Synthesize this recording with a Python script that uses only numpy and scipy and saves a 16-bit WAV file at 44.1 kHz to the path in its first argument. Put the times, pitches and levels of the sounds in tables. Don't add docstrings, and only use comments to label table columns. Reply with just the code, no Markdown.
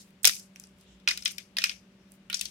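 import sys
import numpy as np
from scipy import signal
from scipy.fft import rfft, irfft, next_fast_len
from scipy.io import wavfile
from scipy.ndimage import uniform_filter1d

SR = 44100
rng = np.random.default_rng(int(sys.argv[2]) if len(sys.argv) > 2 else 0)


def boost(x):
    u = np.asarray(x, float) / 20
    return 10 ** u


def store_wav(level_fs):
    pcm = np.round(np.clip(np.atleast_2d(level_fs), -1, 1) * 32767)
    wavfile.write(sys.argv[1], SR, pcm.T.astype(np.int16))


N = 110250
LEAD = 6615
BURST = 4096
SIDES = np.array([[1], [-1]])


def t_axis(size):
    return np.arange(size) / SR


def band(x, hz, width, order=1):
    edges = [hz * 2 ** (-width / 2), min(hz * 2 ** (width / 2), 0.45 * SR)]
    return signal.sosfilt(signal.butter(order, edges, "band", fs=SR, output="sos"), x)


def unit(x):
    return x / np.sqrt(np.mean(x ** 2))


def walk(rate):
    k = int(SR / rate)
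    return unit(uniform_filter1d(uniform_filter1d(rng.standard_normal(N), k), k))


def contour(f, table):
    hz, db = np.transpose(table)
    return np.interp(np.log(f), np.log(hz), db)


def even(x):
    spec = rfft(x)
    return irfft(spec / np.sqrt(uniform_filter1d(abs(spec) ** 2, size=40)), len(x))


def modal_sum(modes, phases, size):
    t = t_axis(size)
    out = np.zeros(size)
    for (hz, db, t60), phase in zip(modes, phases):
        out += boost(db) * np.sin(2 * np.pi * hz * t + phase) * boost(-60 * t / t60)
    onset_s = 0.00013
    return out * (1 - np.exp(-t / onset_s))


def fracture_force(burst_s):
    rise_s, crumb_s, crumb_db, strike = 0.0005, 0.016, -21, 3.6
    t = t_axis(BURST)
    fade = np.exp(-(t / burst_s) ** 2) * (1 - np.exp(-(t + 1 / SR) / rise_s))
    size = np.minimum(rng.exponential(1, BURST), 3.5)
    burst = fade * boost(1 * size) * (rng.random(BURST) < 0.5)
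    crumbs = boost(crumb_db) * np.exp(-t / crumb_s) * (rng.random(BURST) < 0.05) * (t > burst_s)
    force = rng.standard_normal(BURST) * (burst + crumbs * boost(3 * size))
    force[int(rise_s * SR)] += strike
    return even(force) * (t < 0.08)


def chip_modes(hz, spread, t60, count):
    modes = [(hz, 1.5, 2.6 * t60)]
    for a, (shift, gain) in zip(np.linspace(-2, 2, count), rng.standard_normal((count, 2))):
        mode_hz = min(hz * 2 ** (spread * (a + 0.0667 * shift)), 15000)
        modes.append((mode_hz, 2.0 * gain - 6.0 * a * a, t60))
    return modes


def cracks(rows, burst_s, spread, ring_t60, plate_db, lag_s, lean_db, count=24):
    # (frequency [Hz], level [dB], T60 [s])
    plate = [(1420, -4, .02), (1998, -17.5, 0.024), (2100, -7.5, 0.015), (2484, -10, 0.086),
             (3105, -17, .015), (3470, -6.5, 0.005), (4540, 8, 0.0036), (5211, -2, 0.03),
             (5860, -0.5, 0.005)]
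    out = np.zeros((2, N + LEAD + 8192))
    for s, db, hz, pan_db, treble_db in rows:
        force = fracture_force(burst_s)
        chip = chip_modes(hz, spread, ring_t60, count)
        tick = band(force, 9100, 0.65, order=2) + boost(-4.5) * band(force, 12400, 0.45, order=2)
        phases = np.pi * rng.integers(0, 2, count + 1 + len(plate))
        for c, side in enumerate((1, -1)):
            turn = phases + 0.64 * rng.standard_normal(len(phases))
            body = boost(plate_db) * unit(modal_sum(plate, turn[::-1], size=2048))
            body[:768] += 1.63 * unit(modal_sum(chip, turn, size=768))
            low = signal.fftconvolve(force, body)[:BURST]
            x = low / abs(low).max() + boost(treble_db) * tick / abs(tick).max()
            at = int((s + side * lag_s / 2) * SR) + LEAD
            level_db = db + side * np.clip(pan_db + lean_db, -12, 12) / 2
            out[c, at:at + BURST] += boost(level_db) * x / abs(x).max()
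    return out


def snaps():
    # (time [s], peak level [dB], ring [Hz], L-R [dB], treble [dB])
    fractures = [(0.2451, -2.5, 4300, -0.5, -4), (0.2518, 2, 6020, 6.5, -5), (0.2536, 0, 5820, 3, -6),
                 (0.2642, -20, 6500, -7, -9.5), (0.272, -10.5, 7800, 2.5, -5.5), (0.2734, 1, 5230, 3, 4),
                 (0.2756, -10, 4750, 1.5, -2.5), (0.2783, -6.5, 6830, -2, -12.5),
                 (0.2944, -14, 3520, -10.5, -8), (0.347, -39.5, 5700, 1.5, -8.5),
                 (0.3534, -28.5, 6130, -8, -0.5), (0.366, -31.5, 6500, -2.5, -8),
                 (0.3963, -32.5, 5300, -9.5, 1.5)]
    return cracks(fractures, 0.0018, 0.88, 0.003, -16.0, 0.00081, -6)


def ticks():
    # (time [s], peak level [dB], ring [Hz], L-R [dB], treble [dB])
    crust = [(0.1063, -50, 2220, -8.5, 13), (0.5596, -35.5, 2360, -14, -1), (0.5982, -26, 7700, 3.5, 6.5),
             (0.638, -38.5, 5820, -16.5, -2), (0.6707, -42, 8950, -9, -17), (0.6949, -57, 2920, -22, 2.5),
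             (0.7854, -50.5, 2493, -10.5, 12.5), (0.8112, -44.5, 5620, -13, 5),
             (0.8147, -54, 3700, 2.5, -11.5), (0.9993, -52, 3470, 3, -1), (2.1195, -36, 8720, -7.5, 9.5),
             (2.1394, -46, 8840, -0.5, 15)]
    return cracks(crust, 0.00068, 0.28, 0.0029, -6.5, 0.00066, -1)


def further_cracks():
    close_s = [-.07, .2315, 1.0772, 1.205, 1.233, 1.2503, 1.316]
    # (peak level [dB], ring [Hz], L-R [dB], treble [dB])
    close = [(-18.5, 7800, -7.5, -5), (-27.5, 8500, -1, 3.5), (-22.5, 5700, 5.5, -18),
             (-44, 7800, -10, -12), (-38.5, 4100, 7, -2), (-26, 8770, 9, -14), (-36.5, 9000, -10, -19)]
    rows = [(s, *row) for s, row in zip(close_s, close)]
    return cracks(rows, 0.0064, 0.69, 0.0083, -15.0, 0.00048, -8)


def drops():
    # (time [s], peak level [dB], ring [Hz], L-R [dB], treble [dB])
    landings = [(1.075, -9.5, 2540, -0.5, -24), (1.0855, -14, 4870, 6, -12.5), (1.1081, -19, 5230, 7, -5.5),
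                (1.1115, -16.5, 2300, 7.5, -28), (1.1742, -20.5, 5137, 5.5, 1),
                (1.2224, -31.5, 5140, 7, -6), (1.257, -12, 3440, 12, -17), (1.2778, -23.5, 5000, 2, -1),
                (1.3085, -31.5, 8700, 2, -3), (1.3817, -23.5, 2566, 11.5, -5.5),
                (1.5677, -15, 2703, 2.5, -10.5), (1.5845, -14.5, 4540, 6, -7.5),
                (1.618, -21.5, 2570, -3, -13), (1.6395, -10, 2410, 6.5, -6), (1.6535, -46, 2500, 15, -27.5),
                (1.6634, -31.5, 2410, -12.5, -28), (1.694, -19.5, 2590, 9, -15),
                (1.7116, -36, 2750, -13.5, -13.5)]
    return cracks(landings, 0.0033, 0.602, 0.0049, -1.16, -0.00032, -5)


def picks():
    # (time [s], peak level [dB], ring [Hz], L-R [dB], treble [dB])
    lifts = [(2.2992, -25, 2600, 4, -1), (2.3278, -21, 4050, -6.5, -6), (2.3425, -17, 5670, 12, -16),
             (2.3582, -32, 5450, -9, -20), (2.392, -26, 5600, 5.5, -23), (2.411, -16.5, 4540, 9.5, 2.5),
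             (2.4535, -23, 4510, 7, -8)]
    return cracks(lifts, 0.0035, 0.64, 0.011, -10, -0.0002, -3.5)


def struck_tones():
    # (time [s], peak level [dB], frequency [Hz], T60 [s])
    tones = [(.2451, -29.5, 900, 0.012), (0.2454, -6.5, 3794, 0.0068), (0.2518, -24, 1390, 0.013),
             (.2522, -37, 791, 0.029), (.2735, -31.5, 606, 0.022), (0.2718, -27, 1456, .02),
             (0.2729, -16, 2830, 0.0087), (.2945, -35.5, 1400, .02), (1.0757, -36, 995, 0.022),
             (1.0746, -12, 2700, .008), (1.0847, -44.5, 950, 0.046), (1.11, -22.5, 2040, 0.019),
             (1.2575, -29.5, 2100, 0.025), (1.2575, -21, 5180, 0.014), (1.382, -32.5, 5280, 0.013),
             (1.567, -43, 1000, 0.031), (1.569, -23.5, 4440, 0.014), (1.5845, -45, 630, 0.054),
             (1.5847, -22.5, 1850, 0.024), (1.5855, -15, 3723, 0.0079), (1.6397, -26.5, 2055, 0.022),
             (1.6397, -42, 1510, 0.018), (1.6405, -11.5, 5300, 0.011), (1.64, -12, 4120, 0.0065),
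             (1.6397, -12.5, 2484, .014), (1.586, -22.5, 4540, .015), (.5598, -39.5, 5780, .01),
             (1.0755, -25, 1595, 0.016), (1.1745, -28, 3900, 0.012), (2.299, -42, 1425, 0.058),
             (2.3, -37.5, 1850, 0.036), (2.2992, -29, 3000, 0.029), (2.3, -36, 2380, 0.043),
             (2.343, -24, 3440, 0.014), (2.343, -23.5, 6960, .015), (2.4115, -27, 2660, 0.02),
             (1.2578, -16, 3200, 0.012), (.5985, -36, 6120, 0.0085), (2.328, -45, 1420, 0.038),
             (2.331, -36.5, 2450, .04), (2.342, -46, 1510, 0.026), (2.343, -26.5, 5330, 0.02),
             (2.412, -23, 8180, 0.011), (0.639, -39.5, 5370, 0.011)]
    out, t = np.zeros((2, N + LEAD + 8192)), t_axis(BURST)
    for (s, db, hz, t60), turn in zip(tones, rng.standard_normal((len(tones), 2, 1))):
        at = int(s * SR) + LEAD
        envelope = boost(db - 60 * t / t60) * (1 - np.exp(-t * hz * 1.7))
        out[:, at:at + BURST] += envelope * np.sin(2 * np.pi * hz * t + 0.5 * turn)
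    return out


def ports(x):
    # (frequency [Hz], L-R [dB])
    lean = [(500, -10), (1000, -10), (1500, -10.5), (2100, -7), (2900, 1), (4100, 5.5), (5800, 7),
            (8000, 5), (14000, -3)]
    n = next_fast_len(x.shape[1])
    f = np.maximum(np.fft.rfftfreq(n, 1 / SR), 10)
    gain = boost(contour(f, lean) * SIDES / 2)
    return irfft(rfft(x, n, axis=1) * gain, n, axis=1)[:, :x.shape[1]]


def room(x):
    # (frequency [Hz], level [dB], T60 [s])
    tail = [(810, -23, 0.33), (1300, -19.5, 0.16), (1850, -13.5, 0.11), (2537, -15, 0.21),
            (3500, -11.5, 0.14), (5400, -15.5, 0.25), (7820, -20, 0.27), (10600, -19.5, 0.28),
            (14058, -24.5, 0.19)]
    delay, spill, grain_db, pan_db = int(0.0012 * SR), 0.5, 2.5, 4.5
    out, n = 0, x.shape[1]
    for hz, db, t60 in tail:
        power = band(x, hz, 0.8, order=2) ** 2
        power = (1 - spill / 2) * power + spill / 2 * power[::-1]
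        power = np.roll(uniform_filter1d(power, delay + 1), delay, axis=1)
        stored = signal.lfilter([1 / (0.0055 * SR)], [1, -boost(-120 / (t60 * SR))], power)
        grain = boost(grain_db * unit(uniform_filter1d(rng.standard_normal(n), size=132)))
        noise = unit(band(rng.standard_normal((2, n)), hz, 0.493, order=3))
        out = out + boost(db) * np.sqrt(np.maximum(stored, 0)) * grain * noise
    return out * boost(SIDES * pan_db / 2)


def rubs():
    # (time [s], level [dB], centre [Hz], length [s], width [octaves])
    strokes = [(0.012, -54.5, 5400, 0.0213, 0.95), (0.022, -67, 10100, 0.063, 3.7),
               (0.62, -67, 7880, 0.05, 0.6), (.81, -66.5, 5600, 0.027, 1.8),
               (0.903, -65, 3225, 0.055, 0.441), (0.918, -69.5, 6200, 0.04, 0.67), (2, -79, 5473, .1, 0.23),
               (2.13, -67, 9060, 0.024, 1.47), (.375, -51, 6600, .04, .9)]
    t, out = t_axis(N), 0
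    for s, db, hz, length_s, octaves in strokes:
        swell = boost(db + 1.9 * walk(47)) * np.exp(-0.5 * ((t - s) / length_s) ** 2)
        out = out + swell * unit(band(rng.standard_normal((2, N)), hz, octaves, order=2))
    return out


def thuds():
    # (time [s], level [dB], frequency [Hz], length [s])
    knocks = [(0.282, -60.5, 58.43, .025), (0.714, -67.5, 57.5, 0.042), (0.933, -61.5, 59.1, .05),
              (1.154, -64, 56, 0.063), (1.73, -67.5, 59.9, 0.063), (2.447, -62.5, 58.2, 0.0364)]
    t, out = t_axis(N), np.zeros(N)
    for s, db, hz, length_s in knocks:
        pulse = np.exp(-0.5 * ((t - s) / length_s) ** 2)
        out += np.sqrt(2) * boost(db) * pulse * np.sin(2 * np.pi * hz * t)
    return out * boost(-1.5 * SIDES)


def hum():
    # (frequency [Hz], rms level [dB])
    partials = [(192.7, -60.5), (382, -75), (583.5, -77.5), (177.5, -68.5), (93, -86), (134.1, -84)]
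    wobble_db, drift = 0.5, 0.0054
    out = np.zeros(N)
    for hz, db in partials:
        level = np.sqrt(2) * boost(db + wobble_db * walk(25))
        phase = 2 * np.pi * np.cumsum(hz * (1 + drift * walk(3.2))) / SR
        out += level * np.sin(phase)
    return out


def air():
    # (frequency [Hz], density [dB per Hz])
    hiss = [(18, -52.5), (30, -18), (145, -15), (199, -9), (227, -14.5), (569, -25), (889, -28.5),
            (2830, -29), (16000, -53)]
    level_db, pan_db, alike_hz = -61.5, 7, 891.8
    f = np.maximum(np.fft.rfftfreq(N, 1 / SR), 10)
    alike = 1 / (1 + (f / alike_hz) ** 2)
    mid, side = rfft(rng.standard_normal((2, N)), axis=1)
    both = np.sqrt(1 + alike) * mid + SIDES * np.sqrt(1 - alike) * side
    both = both * boost(SIDES * pan_db * (1 - alike) / 2)
    return boost(level_db) * unit(irfft(both * boost(contour(f, hiss)), N, axis=1))


def scene():
    chips = snaps() + ticks() + further_cracks() + drops() + picks()
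    chips = signal.sosfilt(signal.butter(3, 1920, "high", fs=SR, output="sos"), chips)
    chips = ports(chips + struck_tones())
    return (chips + room(chips))[:, LEAD:LEAD + N] + rubs() + thuds() + hum() + air()


def low_pass(x):
    return signal.sosfilt(signal.butter(12, 16510, fs=SR, output="sos"), x)


def record(dry):
    x = signal.sosfilt(signal.butter(3, 36, "high", fs=SR, output="sos"), np.clip(dry, -1, 1))
    x = signal.sosfilt(signal.ellip(8, 0.2, 60, 15900, fs=SR, output="sos"), x)
    return low_pass(np.clip(x, -1, 1))


dry = scene()
out = record(dry)
store_wav(out)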